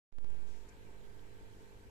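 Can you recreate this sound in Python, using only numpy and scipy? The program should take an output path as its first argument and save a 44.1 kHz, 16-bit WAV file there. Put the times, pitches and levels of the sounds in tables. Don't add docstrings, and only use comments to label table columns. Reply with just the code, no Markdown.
import sys
import numpy as np
from scipy import signal
from scipy.fft import rfft, irfft
from scipy.io import wavfile
from scipy.ndimage import uniform_filter1d

SR = 44100
rng = np.random.default_rng(int(sys.argv[2]) if len(sys.argv) > 2 else 0)


def transcribe(u):
    v = np.clip(np.atleast_2d(u).T, -1, 1)
    q = np.round(v * 32767).astype(np.int16)
    wavfile.write(sys.argv[1], SR, q)


N = 83790
TIME, FREQS = np.arange(N) / SR, np.fft.rfftfreq(N, 1 / SR)
LEFT_DELAY_S = .0003
WAKE_S = .12


def amp(db):
    return 10 ** (np.asarray(db) / 20)


def evened(x):
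    return x / np.sqrt(np.mean(x ** 2) + 1e-20)


def curve(points):
    hz, value = np.transpose(points)
    return np.interp(np.log(FREQS + 1), np.log(hz + 1), value)


def drift(rate_hz):
    slow_only = np.exp(-(FREQS / rate_hz) ** 2) * (FREQS > 0)
    return evened(irfft(rfft(rng.standard_normal(N)) * slow_only, N))


def room_and_water():
    # frequency in Hz, relative level in dB.
    spectrum = [(10, -3), (28, -11.5), (45, -9.5), (70, -14), (115, -18), (160, -24), (260, -22.5),
                (430, -23), (560, -29.5), (800, -32.5), (1200, -33.5), (1900, -33), (3000, -36.5),
                (5000, -42.5), (7000, -45.5), (9800, -49), (14000, -47.5)]
    # frequency in Hz, how alike left and right are (1 the same, 0 unrelated, -1 opposite).
    likeness = [(10, 0), (60, 0.67), (150, 0.7), (300, 0.56), (500, 0.74), (900, 0.03), (1300, -.25),
                (2200, 0.16), (4000, 0)]
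    # centre in Hz, width in Hz, left boost in dB, right boost in dB.
    resonances = [(708, 64, 3.5, 6), (886, 69, -5, 11), (1573, 45, 6.5, 4.5), (2343, 77, 6, -1.5),
                  (3350, 520, -1.5, 1.5), (4080, 65, -3.5, 7.5), (7370, 1500, -0.5, 7.5),
                  (8240, 2100, 4.5, -1.5)]
    left, other = rfft(rng.standard_normal((2, N)))
    alike = curve(likeness)
    right = alike * left + np.sqrt(1 - alike ** 2) * other
    base_db = curve(spectrum)
    boost_db = sum(np.array([[left_db], [right_db]]) / (1 + (2 * (FREQS - centre) / width) ** 2)
                   for centre, width, left_db, right_db in resonances)
    noise = irfft(np.array([left, right]) * amp(base_db + boost_db), N)
    noise *= amp(db=-58) / np.sqrt(np.mean(amp(base_db) ** 2))
    grid = signal.stft(noise, nperseg=512, noverlap=384)[2]
    patches = uniform_filter1d(rng.standard_normal(grid.shape), size=10, axis=1)
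    patches = evened(uniform_filter1d(patches, size=10, axis=2))
    return signal.istft(grid * amp(2 * patches), nperseg=512, noverlap=384)[1][:, :N]


def bubbles():
    # start in seconds, pitch in Hz, peak level on the right in dB.
    ticks = [(.302, 7370, -56.5), (0.49, 1610, -66), (1.011, 3650, -64.5), (1.191, 3730, -62),
             (1.193, 3100, -58), (1.535, 3100, -58.5), (1.619, 1590, -55.5)]
    rise_s, left_db = .00094, -18
    out = np.zeros((2, N))
    for start, hz, db in ticks:
        age = np.maximum(TIME - start, 0) / rise_s
        out += amp(db) * age * np.exp(1 - age) * np.sin(2 * np.pi * (hz * TIME + rng.random((2, 1))))
    return out * amp([[left_db], [0]])


def finger_rubs():
    # start, rise, hold and fade in seconds, centre in Hz, half width in octaves, level in dB.
    rubs = [(0.465, 0.0096, 0.092, 0.1, 6070, 0.43, -72.5),
            (0.687, 0.0011, 0.0073, 0.0048, 6570, 0.32, -65),
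            (1.513, 0.0087, 0.096, 0.076, 5550, 0.73, -78)]
    out = np.zeros((2, N))
    for start, rise, hold, fade, centre, octaves, db in rubs:
        band = np.exp(-.5 * (np.log2((FREQS + 1) / centre) / octaves) ** 2)
        age = TIME - start
        level = np.clip(age / rise, 0, 1) * np.exp(-np.maximum(age - rise - hold, 0) / fade)
        out += amp(db) * level * evened(irfft(rfft(rng.standard_normal((2, N))) * band, N))
    return out


def hand_bump(start_s=.764, hz=46, rise_s=.016, db=-52):
    age = np.maximum(TIME - start_s, 0)
    swell = age / rise_s * np.exp(1 - age / rise_s)
    return amp(db) * swell * np.sin(2 * np.pi * hz * age)


def pump_housing():
    # pitch in Hz, width in Hz, left level in dB, right level in dB.
    rings = [(432, 24, -81, -76.5), (910, 70, -78, -76), (1572, 85, -77, -72.5)]
    delay = np.exp(-2j * np.pi * FREQS * np.array([[LEFT_DELAY_S], [0]]))
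    out = np.zeros((2, N))
    for centre, width, left_db, right_db in rings:
        ring = rfft(rng.standard_normal(N)) / (1 + (2 * (FREQS - centre) / width) ** 2)
        out += amp([[left_db], [right_db]]) * evened(irfft(ring * delay, N))
    return out


def pump():
    # multiple of the mains frequency, left level in dB, right level in dB.
    tones = [(2, -69, -69), (3, -80, -80.5), (4, -74, -72.5), (5, -82, -82), (6, -76.5, -73.5),
             (7, -78.5, -79.5), (8, -69, -70), (9, -72.2, -71.4), (10, -76, -76), (11, -83.5, -96),
             (12, -95, -86), (13, -98, -87), (14, -91, -81), (16, -90, -87.5), (17, -98, -83),
             (18, -78, -76.7), (20, -82, -82), (22, -87, -86), (26, -89, -102)]
    mains_hz, drone_hz, drone_db = 50.055, 41.3, -65.5
    first_stroke_s, late_s_per_hz = .0089, 8.5e-6
    scatter_rad, waver_rad, waver_db, drone_waver_db = .55, .06, .85, 2
    clock = np.array([TIME - LEFT_DELAY_S, TIME]) - first_stroke_s
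    out = np.zeros((2, N))
    for multiple, left_db, right_db in tones:
        hz = multiple * mains_hz
        phase = 2 * np.pi * hz * (clock - late_s_per_hz * hz / 2)
        phase += scatter_rad * rng.standard_normal() + waver_rad * drift(rate_hz=1.9)
        out += amp([[left_db], [right_db]]) * amp(waver_db * drift(rate_hz=5.4)) * np.sin(phase)
    drone_level = amp(drone_db + drone_waver_db * drift(rate_hz=13))
    out += drone_level * np.sin(2 * np.pi * (drone_hz * TIME + rng.random()))
    return np.sqrt(2) * out


def input_pops(settle_s=.5, cutoff_hz=6800, swing_height=.057, swing_rise_s=.2114):
    # time in seconds, size of the jump (1 is full scale).
    pops = [(.1254, .0031), (.1854, -.0128), (.2454, -.0112), (.3054, -.0058), (.3454, -.007)]
    age = np.maximum(TIME - WAKE_S, 0) / swing_rise_s
    swing = swing_height * (age * np.exp(1 - age)) ** 1.75
    jumps = sum(size * (TIME >= start) * np.exp(-np.maximum(TIME - start, 0) / settle_s)
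                for start, size in pops)
    smoothing = np.exp(-2 * np.pi * cutoff_hz / SR)
    return swing + signal.lfilter([1 - smoothing], [1, -smoothing], jumps)


def scene():
    return pump() + pump_housing() + room_and_water() + bubbles() + finger_rubs() + hand_bump()


def record(dry):
    first_gain, ramp_s, cutoff_hz = .12, .28, 14280
    gain = (TIME >= WAKE_S) * np.clip(first_gain + (TIME - WAKE_S) / ramp_s, 0, 1)
    with_pops = dry * gain + np.array([np.zeros(N), input_pops()])
    treble_cut = signal.firwin(801, cutoff_hz, window=("kaiser", 9), fs=SR)
    return signal.oaconvolve(with_pops, treble_cut[None], "same")


dry = scene()
out = record(dry)
transcribe(out)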